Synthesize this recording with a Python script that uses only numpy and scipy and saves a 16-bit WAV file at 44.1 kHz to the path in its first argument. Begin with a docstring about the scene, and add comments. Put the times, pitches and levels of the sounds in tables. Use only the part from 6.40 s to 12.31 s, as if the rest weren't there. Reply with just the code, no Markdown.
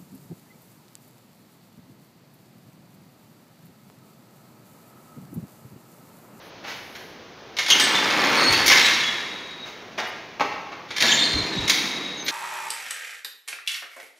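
"""A scissor gate is pushed twice in a hard, echoing entrance hall, over a faint wash of filtered noise.
Faint noise swishes and dull knocks (bursts of tiny impacts) come first; two clanks lead into the push.
Gritty rollers, chattering joints and gliding stick-slip squeals carry it, then bars clank and ring and
the frame bumps low. Knocks and a clank follow in the gap; the second push ends on squeals and a late clank.
Random-tap echoes surround gate and knocks; one close microphone hears it all."""
import sys
import numpy as np
from scipy import signal
from scipy.io import wavfile

SR = 44100
rng = np.random.default_rng(int(sys.argv[2]) if len(sys.argv) > 2 else 0)


def to_wav(s):
    """Save 16-bit WAV."""
    ch = np.atleast_2d(s).T  # columns
    pcm = np.round(np.clip(ch, -1, 1) * 32767)  # PCM
    wavfile.write(sys.argv[1], SR, pcm.astype(np.int16))


N = 260631
TIME = np.arange(N) / SR

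# Levels in the tables are relative: each layer and the final mix add their own trims.
# Pushes of the gate: start_s, start_level_db, let_go_s, let_go_level_db
GATE_PUSHES = [(1.29, -27, 1.99, -19), (4.61, -31, 5.52, -33.5)]
# Bars striking each other: start_s, strength_db, bounce_decay_s, tilt_db_per_octave, lattice_rattle_db
BAR_CLANKS = [(1.186, -16, 0.014, -1, -26), (1.261, -23.5, 0.0137, -1, -43), (1.301, -11, 0.012, 2, -30),
              (1.398, -15.5, 0.025, 1.5, -22.5), (2.123, -18.5, 0.01, 6.5, -19),
              (2.28, -5.5, 0.0034, 7.5, -8.5), (2.316, -10, 0.00167, -4.5, -14),
              (3.599, -27, .008, -4, -62.5), (4.505, -31.5, 0.0293, -3.5, -38),
              (4.582, -13, 0.0027, 0, -24), (4.623, -6, 0.0029, 1.5, -16), (5.296, -9.5, 0.011, 2.5, -25.5),
              (5.881, -15, 0.0103, 0.5, -30)]
# Dull knocks and scuffs on the hard floor: start_s, level_db, time_to_swell_s, tilt_db_per_octave
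FLOOR_KNOCKS = [(0.237, -35.5, 0.016, 0.5), (.265, -35, 0.025, 4), (.55, -37, 0.007, 5.5),
                (2.314, -10.5, 0.003, 2), (3.249, -38.5, .02, 3), (3.577, -22.5, 0.0084, 0.5),
                (3.59, -28, 0.0098, 0), (3.997, -17, 0.0013, -0.5), (4.004, -18, 0.0062, -1),
                (4.314, -35, .011, -1.5), (4.625, -25.5, .016, -5)]
# Squeals of dry pivots: start_s, length_s, start_pitch_hz, settled_pitch_hz, level_db, roughness (ratio)
PIVOT_SQUEALS = [(1.294, 0.052, 3250, 3150, -13.5, 1.17), (1.302, 0.063, 2983, 2813, -19.5, 0.65),
                 (1.39, 0.078, 8100, 8140, -29, 0.33), (1.527, 0.086, 3380, 3570, -26, 0.94),
                 (1.964, 0.21, 4354, 4385, -22.5, 0.45), (2.092, 0.17, 4420, 4560, -29.5, 0.29),
                 (2.4, 0.102, 3890, 3870, -22.5, 0.45), (2.5, .76, 3883, 3785, -37, 0.49),
                 (2.632, 0.081, 3320, 3380, -25.5, 0.31), (4.675, 0.172, 3580, 3635, -21.5, 0.71),
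                 (4.682, 0.081, 6870, 7070, -27.5, 1.03), (4.714, 0.019, 3240, 3256, -14, 1),
                 (4.787, 0.229, 4320, 4130, -25.5, 0.57), (5.121, 0.69, 3860, 3797, -30.5, 0.52),
                 (4.824, 0.042, 4530, 4420, -25.5, 0.71), (5.766, 0.066, 6760, 6300, -39.5, .05),
                 (5.843, 0.0263, 13900, 13700, -40, 0)]
# Low bumps as the frame jolts: start_s, level_db, starting_pitch_hz
FRAME_BUMPS = [(2.086, -30, 120), (2.19, -36.5, 81.4), (4.929, -24.5, 102), (5.155, -26, 105)]
# Light rubbing close to the microphone: start_s, length_s, level_db
CLOSE_RUBS = [(0, .12, -61), (.15, .68, -60), (3.66, .05, -54)]
# Colour of rollers in the track: frequency_hz, density_db (per Hz)
TRACK_COLOUR = [(40, -52.5), (110, -12.5), (190, -1.5), (300, 2), (400, -0.5), (650, -3), (1000, 1.5),
                (1500, -1), (2500, -3), (6500, -35.5), (8000, -33.5), (15000, -32.5)]
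# Colour of struck steel: frequency_hz, density_db (per Hz)
STEEL_COLOUR = [(150, -33), (500, -14), (1400, -6), (1900, -1), (2200, 6.5), (2550, -5), (3500, 1),
                (4700, -2), (6500, -7.5), (7200, -12.5), (7900, -29), (8800, -18), (15000, -27.5)]
# Colour of a blow on the floor: frequency_hz, density_db (per Hz)
FLOOR_COLOUR = [(60, -26), (180, -10.5), (360, -6), (750, -2), (1200, -4.5), (1900, -4), (2700, -7.5),
                (4000, -13), (6500, -21), (8000, -42), (15000, -39.5)]
# Colour of rubbing: frequency_hz, density_db (per Hz)
RUB_COLOUR = [(3000, -27), (8000, -14.5), (11500, 0), (15000, -10)]
# Colour of the background wash: frequency_hz, density_db (per Hz)
AIR_COLOUR = [(25, -18), (140, -4.5), (420, -1.5), (900, -6.5), (1500, -10), (4000, -15), (6300, -20.5),
              (7900, -46), (15000, -37)]
# Ringing modes of the bars: pitch_hz, level_db, t60_s
BAR_MODES = [(316, 19.5, 1), (470.7, 19, 1), (1065, 2, 0.81), (2150, -3, 1), (2247, -9, 0.98),
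             (2620, 1, 0.71), (2830, -9, 0.25), (3130, -2, .5), (3150, -2, .5), (3656, 19, 0.716),
             (3860, -6, 0.84)]
# Decay of the hall, before the early boost: frequency_hz, t60_s
HALL_DECAY = [(100, 1.8), (500, 1.06), (2000, 1.58), (4000, 1.24), (8000, 1), (15000, 0.89)]


def rollers(level_db=-2, lumpy_db=0.5, second_tilt_db=-4.5):
    """Rollers grind over grit as a rain of tiny impacts; the second stretch of track sounds deeper."""
    lumps = amp(level_db + lumpy_db * wander(N, hz=33.7))
    grit = contacts(N, per_s=2500, spread_db=4.5) * roll_level() * lumps
    second = TIME > GATE_PUSHES[1][0] - 0.5
    first_stretch = signal.oaconvolve(grit * ~second, colour(TRACK_COLOUR))[:N]
    second_stretch = signal.oaconvolve(grit * second, colour(TRACK_COLOUR, second_tilt_db))[:N]
    return first_stretch + second_stretch


def roll_level(coast_db_per_s=23, start_s=0.0065):
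    """The rollers set off almost at once, follow the push, then coast down once let go."""
    gain = np.zeros(N)
    for start, start_db, let_go, let_go_db in GATE_PUSHES:
        db = np.interp(TIME, [start, let_go], [start_db, let_go_db])
        db -= coast_db_per_s * np.maximum(TIME - let_go, 0)
        gain += np.interp(TIME, [start - start_s, start], [0, 1]) * amp(db)
    return gain


def lattice(chatter_db=-6, clump_db=3, chatter_tilt_db=-1, clank_db=2):
    """Riveted joints chatter as the lattice shakes; whole bars touch, then collide and ring."""
    touch_s, touch_db, touch_decay_s = 0.019, -11, 0.02  # slack joints touch lightly before each clank
    joints = contacts(N, per_s=420, spread_db=3)
    chatter = joints * shake_level() * amp(chatter_db + clump_db * wander(N, hz=50.54))
    force = signal.oaconvolve(chatter, colour(STEEL_COLOUR, chatter_tilt_db))[:N]
    for start, db, decay, tilt_db, _ in BAR_CLANKS:
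        steel = amp(clank_db) * colour(STEEL_COLOUR, tilt_db)
        touch = blow(db + touch_db, touch_decay_s, per_s=2700, spread_db=1.0, rise_s=0.0011)
        clank = blow(db, decay, per_s=3700, spread_db=1.5)
        add(force, start - touch_s, signal.oaconvolve(touch, steel))
        add(force, start, signal.oaconvolve(clank, steel))
    return bar_ring(force, ring_db=-18.0) + links()


def shake_level(roll_shake_db=-1, settle_db_per_s=59):
    """The lattice shakes with the rolling and with the dying rattle of each clank; the energies add."""
    power = (amp(roll_shake_db) * roll_level()) ** 2
    for start, _, _, _, rattle_db in BAR_CLANKS:
        age = np.maximum(TIME - start, 0)
        power += (TIME >= start) * amp(rattle_db - settle_db_per_s * age) ** 2
    return np.sqrt(power)


def blow(db, decay_s, per_s, spread_db, rise_s=0.00068):
    """Slack is taken up, then the bars meet in a dying flurry of bounces."""
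    t = TIME[:SR // 3]
    swell = 1 - np.exp(-t / rise_s)
    fade = np.exp(-t / max(decay_s, 0.001))
    return amp(db) * contacts(len(t), per_s, spread_db) * swell * fade


def bar_ring(force, ring_db):
    """Every contact excites the long decaying modes of the steel bars."""
    t = TIME[:SR]
    ring = np.zeros(len(t))
    for hz, db, t60 in BAR_MODES:
        ring += amp(db - 60 * t / t60) * np.sin(2 * np.pi * (hz * t + rng.random()))
    return force + amp(ring_db) * signal.oaconvolve(force, ring / np.linalg.norm(ring))[:N]


def links(level_db=-6, per_s=9, spread_db=4, cycles=45, low_hz=1700, high_hz=6800, treble_db=-4.5, count=40):
    """Each loose link has its own short ping, jostled at random moments and as loud as the shaking."""
    out, t = np.zeros(N), TIME[:2048]
    for hz in np.geomspace(low_hz, high_hz, count) * rng.uniform(0.98, 1.03, count):
        ping = np.sin(2 * np.pi * hz * t) * np.exp(-np.pi * hz * t / cycles)
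        ping = unit(ping) * amp(treble_db * np.log2(hz / low_hz))  # treble_db is per octave
        for moment, chance in rng.random((round(per_s * N / SR), 2)):
            add(out, moment * N / SR, ping * amp(spread_db * min(-np.log(1 - chance), 3)))
    return amp(level_db) * unit(out) * shake_level()


def pivots(level_db=-3.0, waver=0.01707, flutter_db=3, rasp_db=-6, rasp_hz=450):
    """Stick-slip locks on to one mode of a bar; uneven slips shake its pitch and spread it into a rasp."""
    glide_share, ease_db_per_s = 0.21, 8.5  # pitch settling time as a share of the squeal; level sinks
    octave_db, octave_fade_s = 8, 0.19  # the overtone is stronger in loud squeals and dies away
    sway_share, grip_s = 0.0068, 0.01  # slower sway of the pitch; rise and release time
    out = np.zeros(N)
    for start, length, start_hz, settled_hz, db, rough in PIVOT_SQUEALS:
        n = int(length * SR)
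        t = TIME[:n]
        stumble = wander(n, hz=692.5) + wander(n, hz=60.87)
        glide = settled_hz + (start_hz - settled_hz) * np.exp(-t / (glide_share * length))
        hz = glide * (1 + rough * waver * stumble + sway_share * wander(n, hz=21.9))
        phase = 2 * np.pi * np.cumsum(hz) / SR
        octave = amp(db + octave_db) * np.exp(-t / octave_fade_s)
        slips = 1 + 2 * rough * amp(rasp_db) * wander(n, hz=2 * rasp_hz)
        flutter = amp(flutter_db * wander(n, hz=159))
        tone = (np.sin(phase) + octave * np.sin(2 * phase)) * slips * flutter
        # the pressure on the pivot comes and goes
        grip = np.minimum(np.minimum(t, length - t) / grip_s, 1) * amp(3 * wander(n, hz=30))
        add(out, start, amp(db + level_db - ease_db_per_s * t) * unit(tone * grip))
    return out


def knocks():
    """Blows on stone with no ring of their own; a longer contact swells like a scuff."""
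    out, t = np.zeros(N), TIME[:SR // 3]
    for start, db, swell_s, tilt_db in FLOOR_KNOCKS:
        swell = t / swell_s * np.exp(1 - t / swell_s)
        force = contacts(len(t), per_s=7000, spread_db=3.5) * swell
        add(out, start, amp(db) * signal.oaconvolve(force, colour(FLOOR_COLOUR, tilt_db)))
    return out


def bumps(rise_s=0.024, sag_per_s=0.78, ragged=0.5, rebound_s=0.0543, rebound_db=-6):
    """The heavy frame shudders at a ragged, sagging pitch, and once more as it drops back."""
    out, t = np.zeros(N), TIME[:SR // 4]
    swell = (t / rise_s * np.exp(1 - t / rise_s)) ** 2
    for start, db, hz in FRAME_BUMPS:
        for at, bump_db in [(start, db), (start + rebound_s, db + rebound_db)]:
            pitch = hz * np.exp(-sag_per_s * t) * (1 + ragged * wander(len(t), hz=123))
            turns = np.cumsum(pitch) / SR
            add(out, at, amp(bump_db) * swell * np.sin(2 * np.pi * turns))
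    return out


def rubbing():
    """Thin swishes of tapered noise, too faint to stir the hall."""
    out = np.zeros(N)
    for start, length, db in CLOSE_RUBS:
        n = int(length * SR)
        add(out, start, amp(db) * rng.standard_normal(n) * signal.windows.tukey(n, 0.7))
    return signal.oaconvolve(out, colour(RUB_COLOUR))[:N]


def air(level_db=-44.5, drift_db=0.6):
    """Wash of the street outside: coloured noise whose level drifts slightly."""
    wash = signal.oaconvolve(rng.standard_normal(N + SR), colour(AIR_COLOUR))[SR:SR + N]
    return amp(level_db + drift_db * wander(N, hz=18)) * unit(wash)


def hall(x, wet_db, early_db=5, early_s=0.31, gap_s=0.0028):
    """Dense echoes off tile and concrete, strongest early on; three echo patterns trade places steadily."""
    t, out = TIME[:SR * 3 // 2], np.zeros(N)
    for k in range(3):
        echoes = rng.standard_normal(len(t)) * (rng.random(len(t)) < 3000 / SR) * (t > gap_s)
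        echoes *= 1 + amp(early_db) * np.exp(-t / early_s)
        hz, age, bands = signal.stft(echoes, SR, nperseg=256)
        fade = amp(-60 * age / read(HALL_DECAY, hz)[:, None])
        tail = signal.istft(bands * fade, SR, nperseg=256)[1]
        path = np.sqrt(2 / 3) * np.cos(np.pi * (TIME + k / 3))  # the three powers always sum to 1
        out += signal.fftconvolve(x * path, tail / np.linalg.norm(tail))[:N]
    return amp(wet_db) * out


def amp(db):
    """Decibels to gain."""
    return 10 ** (np.asarray(db) / 20)


def unit(x):
    """Scales to rms 1."""
    return x / np.sqrt(np.mean(x ** 2) + 1e-20)


def read(points, hz):
    """Reads a table along a log-frequency axis."""
    f, value = np.transpose(points)
    return np.interp(np.log(hz + 1), np.log(f + 1), value)


def add(mix, start_s, sound):
    """Mixes a sound in at its start time."""
    part = mix[max(round(start_s * SR), 0):][:len(sound)]
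    part += sound[:len(part)]


def wander(n, hz):
    """Random drift in straight lines between normal random points, hz points a second."""
    knots = rng.standard_normal(4096)
    return np.interp(np.arange(n) / SR * hz % len(knots), np.arange(len(knots)), knots)


def colour(points, tilt_db=0, size=4096):
    """Causal impulse response of energy 1 with a given spectrum, tilted per octave around 2 kHz."""
    hz = abs(np.fft.fftfreq(size, 1 / SR))
    tilt = tilt_db * np.log2(np.maximum(hz, 250) / 2000)
    log_gain = np.log(amp(read(points, hz) + tilt))
    # minimum phase: the energy comes as early as the spectrum allows
    taps = np.fft.ifft(np.exp(np.conj(signal.hilbert(log_gain)))).real[:size // 2]
    return taps / np.linalg.norm(taps)


def contacts(n, per_s, spread_db):
    """Random tiny impacts of uneven size and either sign, rms 1."""
    size = amp(spread_db * np.minimum(rng.exponential(1, n), 3)) * rng.choice([-1, 1], n)
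    return unit(size * (rng.random(n) < per_s / SR))


def scene():
    """Gate, squeals and knocks, direct and through the hall, over the dry bumps, rubbing and air."""
    gate, squeal, knock = rollers() + lattice(), pivots(), knocks()
    direct = amp(-1.5) * gate + amp(1.0) * squeal + amp(-1.5) * knock
    echo = hall(gate + squeal + amp(2) * knock, wet_db=-3)
    return (direct + echo + bumps() + rubbing() + air())[None]


def record(dry, low_cut_hz=46, high_cut_hz=15680, ceiling=1.2):
    """One small microphone on both channels: no deep bass, softly rounded peaks, then the band limit."""
    low_cut = signal.butter(2, low_cut_hz, "highpass", fs=SR, output="sos")
    heard = signal.sosfilt(low_cut, dry)
    rounded = ceiling * np.tanh(heard / ceiling)
    band_limit = signal.firwin(1023, high_cut_hz, window=("kaiser", 9), fs=SR)
    return np.repeat(signal.oaconvolve(rounded, band_limit[None], "same"), 2, axis=0)


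dry = scene()
out = record(dry)
to_wav(out)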